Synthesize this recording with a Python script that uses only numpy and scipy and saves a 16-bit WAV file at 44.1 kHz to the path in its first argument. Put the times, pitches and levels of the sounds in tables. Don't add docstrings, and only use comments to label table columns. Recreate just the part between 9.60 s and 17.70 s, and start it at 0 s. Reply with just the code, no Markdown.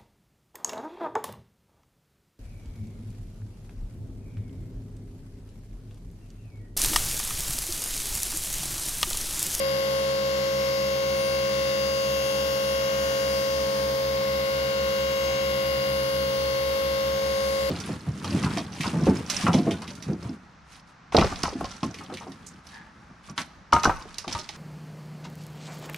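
import sys
import numpy as np
from scipy import signal
from scipy.fft import rfft, irfft
from scipy.io import wavfile

SR = 44100
rng = np.random.default_rng(int(sys.argv[2]) if len(sys.argv) > 2 else 0)


def store_wav(level_fs):
    pcm = np.round(np.clip(np.atleast_2d(level_fs), -1, 1) * 32767)
    wavfile.write(sys.argv[1], SR, pcm.T.astype(np.int16))


N = 357113
TIME = np.arange(N) / SR
RIGHT_LAG_S = .000285

# (t/s, turns per s)
SHAFT_SPEED = [(0, 49.238), (2.9, 49.272), (3.9, 49.246), (4.2, 49.223), (5.9, 49.123), (6.9, 49.221),
               (7.1, 49.21), (8.1, 49.223)]
START_TURNS_PER_S = SHAFT_SPEED[0][1]
SAG_TURNS_PER_S = 0.18


def shaft_speed():
    return in_time(SHAFT_SPEED)[0]


def sag():
    speed = shaft_speed()
    return speed.max() - speed


def load():
    return sag() / SAG_TURNS_PER_S


def pump_line(turns, order, level_db, fade_db):
    echoed = np.sqrt(order * START_TURNS_PER_S / 6000)
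    each_side = np.array([drift(2.0), drift(0.89)])
    fading_db = fade_db * echoed * (drift(0.88) + 0.69 * each_side)
    scatter = .22 * min(echoed, 1) ** 6 * rng.standard_normal((2, 1))
    cycles = order * turns + rng.random() + scatter
    return tone(cycles, np.reshape(level_db, (2, -1)) + fading_db)


TEETH = 11
# (multiple of the tooth rate, left level/dB, right level/dB)
TOOTH_LINES = [(1, -26.1, -26.1), (2, -35.8, -44.8), (3, -53.2, -49.2), (4, -44.2, -59.5), (5, -45, -61),
               (6, -46.2, -58.2), (7, -53.2, -57.2), (8, -45.2, -56.2), (9, -42.5, -53.5), (10, -48, -51),
               (11, -47.5, -56.5), (12, -58.5, -61.5), (13, -52.5, -60), (14, -56.5, -58.5),
               (15, -66.5, -66.5), (16, -67.5, -65.5), (17, -48.5, -54.5), (18, -59.5, -60.5),
               (19, -59.5, -63.5), (20, -63.5, -62.5), (21, -49.5, -54.5), (22, -56.5, -59),
               (23, -63.5, -65.5), (24, -56.5, -65.5), (25, -62.5, -66.5), (26, -61.5, -67.5),
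               (27, -58.5, -62), (28, -59.5, -60.5), (29, -64, -60.5)]
# (f/Hz, dB per dB of edge)
EDGE_SHARE_BY_PITCH = [(2200, 0), (2700, .6), (4300, 0), (4900, .45), (5400, .6), (6000, 1.3), (7000, 1.3),
                       (7600, .3), (9200, .3), (11400, -.2), (13000, .8), (15700, .2)]
# (f/Hz, level/dB at full load)
STRAIN_BY_PITCH = [(1100, -0.5), (2200, 4.5), (4300, 0), (4900, 0.5)]
KNEE_SAG, KNEE_WIDTH = 0.04, 0.0085
SHARP_DB, DULL_DB = 3.0, -5.5


def whine(turns, fade_db=2.0):
    sharpness = (1 - np.tanh((sag() - KNEE_SAG) / (2 * KNEE_WIDTH))) / 2
    edge_db = DULL_DB + (SHARP_DB - DULL_DB) * sharpness
    strain = load()
    out = 0
    for count, (_, left_db, right_db) in enumerate(TOOTH_LINES, 1):
        hz = count * TEETH * START_TURNS_PER_S
        change_db = at_hz(EDGE_SHARE_BY_PITCH, hz) * edge_db + at_hz(STRAIN_BY_PITCH, hz) * strain
        unsteady = min(count / 5, 1)
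        level_db = [[left_db], [right_db]] + change_db
        out = out + pump_line(turns, count * TEETH, level_db, fade_db * unsteady)
    return out


# (multiple of the shaft rate, left level/dB, right level/dB)
RESONANT_ORDERS = [(4, -47, -45.5), (6, -53.5, -55), (7, -51, -53), (9, -49.5, -46.5), (10, -50.5, -54.5),
                   (12, -59, -53), (13, -49.5, -46), (17, -55, -53), (18, -56, -56), (23, -50, -57),
                   (28, -56, -57), (32, -49.5, -70), (41, -50.5, -65), (42, -51.5, -56), (62.9, -59.5, -74),
                   (74.15, -53.5, -65), (97.1, -50, -63), (109.1, -52, -59), (132.2, -59, -59),
                   (133, -60, -71)]


def housing(turns):
    return sum(pump_line(turns, round(order), sides_db, fade_db=3.5) for order, *sides_db in RESONANT_ORDERS)


# (t/s, level/dB)
COMMUTATOR_SWELL = [(0, -42.5), (0.9, -44), (2.2, -39), (3.6, -38), (4.35, -50), (5.0, -38.5), (6.3, -37.5),
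                    (6.9, -42.5), (8.1, -44.5)]
BARS = 29
BRUSH_LOW_DB, BRUSH_RIGHT_DB = -5.5, -9


def commutator(turns):
    level_db = in_time(COMMUTATOR_SWELL)
    shade_db = np.array([[0], [BRUSH_RIGHT_DB]])
    low = pump_line(turns, BARS, level_db + BRUSH_LOW_DB + shade_db / 2, fade_db=1.7)
    octave = pump_line(turns, 2 * BARS, level_db + shade_db, fade_db=.4)
    return low + octave


# (f/Hz, left level/dB, right level/dB)
TURN_SPECTRUM = [(100, -75, -62), (242, -62, -63.5), (750, -56, -59), (1170, -59.5, -54),
                 (2150, -53.5, -91), (2630, -61.5, -66), (3800, -62, -72.5), (4960, -59, -87),
                 (6150, -69, -69), (8300, -73.5, -88.5), (9900, -98, -68.5), (11100, -68, -84),
                 (15400, -81, -81)]


def one_turn(turns, size=8192, count=320):
    orders = np.arange(1, count)
    levels = from_db(at_hz(TURN_SPECTRUM, orders * START_TURNS_PER_S))
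    scatter = 0.22 * np.minimum(orders / 100, 1) * rng.standard_normal((2, count - 1))
    angles = rng.random(count - 1) + scatter
    lines = np.pad(levels * np.exp(2j * np.pi * angles), ((0, 0), (1, 0)))
    shape = irfft(lines, size) * size / np.sqrt(2)
    place = (turns * size).astype(int) % size
    return np.take_along_axis(shape, place, axis=1)


def buzz(turns, unsteady=0.34):
    changing = sum(drift(1.43) * one_turn(turns) for _ in range(4)) / 2
    return np.sqrt(1 - unsteady) * one_turn(turns) + np.sqrt(unsteady) * changing


# (f/Hz, left level/dB per Hz, right level/dB per Hz)
VALVE_HISS = [(300, -87, -86.5), (600, -79.5, -79.5), (1000, -75, -77), (1500, -73.5, -75),
              (2020, -77.5, -78.5), (2440, -77.5, -82.5), (3590, -73, -79.5), (4930, -74.5, -76.5),
              (5640, -78.5, -84), (7150, -85.5, -88.5), (8700, -99, -99), (10000, -98, -91),
              (11800, -91.5, -92), (15800, -97, -97)]
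FLOW_LOAD_DB = 1


def oil(turns, pulsing=0.4):
    flow = from_db(FLOW_LOAD_DB * load())
    slugs = 1 + pulsing * np.cos(2 * np.pi * TEETH * turns)
    return noise(VALVE_HISS) * flow * slugs


def engine(firings, boom_db, exhaust, bark_db=0, skew=0, waver_db=0):
    out = tone(firings, boom_db)
    for multiple, level_db in exhaust:
        unsteady_db = level_db + bark_db + waver_db * drift(0.69)
        out = out + tone(round(multiple) * (firings + skew), unsteady_db)
    return out


# (t/s, first f/Hz, second f/Hz)
FIRING_RATES = [(0, 70.53, 68.3), (1.5, 70.89, 66.59), (2.8, 70.25, 66.96), (4.2, 70.05, 66.29),
                (5.7, 70.68, 65.99), (6.5, 70.58, 66.69), (8.1, 69.59, 63.87)]
# (multiple of the firing rate, level/dB)
FIRST_OVERTONES = [(2, -52.5), (3, -50), (4, -60), (5, -65.5), (7, -58), (8, -55.5), (9, -59.5), (11, -60),
                   (13, -59)]
# (multiple of the firing rate, level/dB)
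SECOND_OVERTONES = [(2, -44), (3, -54), (4, -58), (5, -62.5), (6, -65.5)]
# (t/s, change of overtone level/dB)
SECOND_BARK = [(0, 0.5), (4.4, 0), (5.6, -3.5), (6.3, 1.5), (7, 0.5), (7.4, -7), (8.1, -6)]
FIRST_BOOM_DB, SECOND_BOOM_DB = -46.6, -47.2
NEARING_DB_PER_S = .24
HIDDEN_DB, EMERGE_S = -16.0, 1.7


def far_engines():
    first_hz, second_hz = in_time(FIRING_RATES)
    nearer_db = NEARING_DB_PER_S * TIME
    hidden_db = HIDDEN_DB * np.exp(-TIME / EMERGE_S)
    first = engine(np.cumsum(first_hz) / SR, FIRST_BOOM_DB + nearer_db, FIRST_OVERTONES, waver_db=2.0)
    second = engine(np.cumsum(second_hz) / SR, SECOND_BOOM_DB + nearer_db + hidden_db, SECOND_OVERTONES,
                    in_time(SECOND_BARK)[0], skew=0.302, waver_db=1.2)
    return first + second


# (f/Hz, level/dB per Hz)
FAR_RUMBLE = [(20, -101), (45, -96), (75, -77), (100, -79), (140, -71), (175, -82), (270, -78), (380, -82),
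              (700, -87), (1500, -105)]


def rumble(start_db=-1, growth_db_per_s=.5):
    return noise(FAR_RUMBLE) * from_db(start_db + growth_db_per_s * TIME)


# (f/Hz, correlation -1..1)
CHANNEL_LIKENESS = [(300, 0.86), (800, 0.54), (1500, 0.092), (2500, 0.24), (5000, 0.12), (12000, 0.26)]


def noise(spectrum):
    hz = np.arange(N // 2 + 1) * SR / N
    alike = np.clip(at_hz(CHANNEL_LIKENESS, hz), -1, 1)
    mid, side = rfft(rng.standard_normal((2, N)))
    pair = np.sqrt(1 + alike) * mid + np.sqrt(1 - alike) * side * [[1], [-1]]
    lag = np.exp(-2j * np.pi * hz * RIGHT_LAG_S * np.array([[0], [1]]))
    return irfft(pair * lag * from_db(at_hz(spectrum, hz)), N) * np.sqrt(SR) / 2


def tone(cycles, db):
    phase = (2 * np.pi * (cycles - np.floor(cycles))).astype(np.float32)
    return np.sqrt(2) * from_db(db) * np.cos(phase)


def drift(rate_hz):
    r = np.exp(-2 * np.pi * rate_hz * 200 / SR)
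    raw = rng.standard_normal(N // 200 + 1002)
    slow = signal.lfilter([1], [1, -2 * r, r * r], raw)[1000:]
    slow = (slow - slow.mean()) / slow.std()
    return np.interp(np.arange(N) / 200, np.arange(len(slow)), slow)


def from_db(db):
    return 10 ** (np.asarray(db) / 20)


def in_time(rows):
    s, *columns = np.transpose(rows)
    return np.array([np.interp(TIME, s, c) for c in columns])


def at_hz(rows, hz):
    points, *columns = np.transpose(rows)
    return np.array([np.interp(np.log(np.maximum(hz, 1)), np.log(points), c) for c in columns])


def scene():
    speed = shaft_speed() * (1 + 0.00018 * drift(22.0))
    turns = np.cumsum(speed) / SR - speed * RIGHT_LAG_S * np.array([[0], [1]])
    tremble = from_db(0.31 * drift(28))
    pump = tremble * whine(turns) + housing(turns) + commutator(turns) + buzz(turns) + oil(turns)
    return pump + far_engines() + rumble()


def record(dry):
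    return signal.sosfilt(signal.ellip(12, .1, 90, 15800, fs=SR, output="sos"), dry)


dry = scene()
out = record(dry)
store_wav(out)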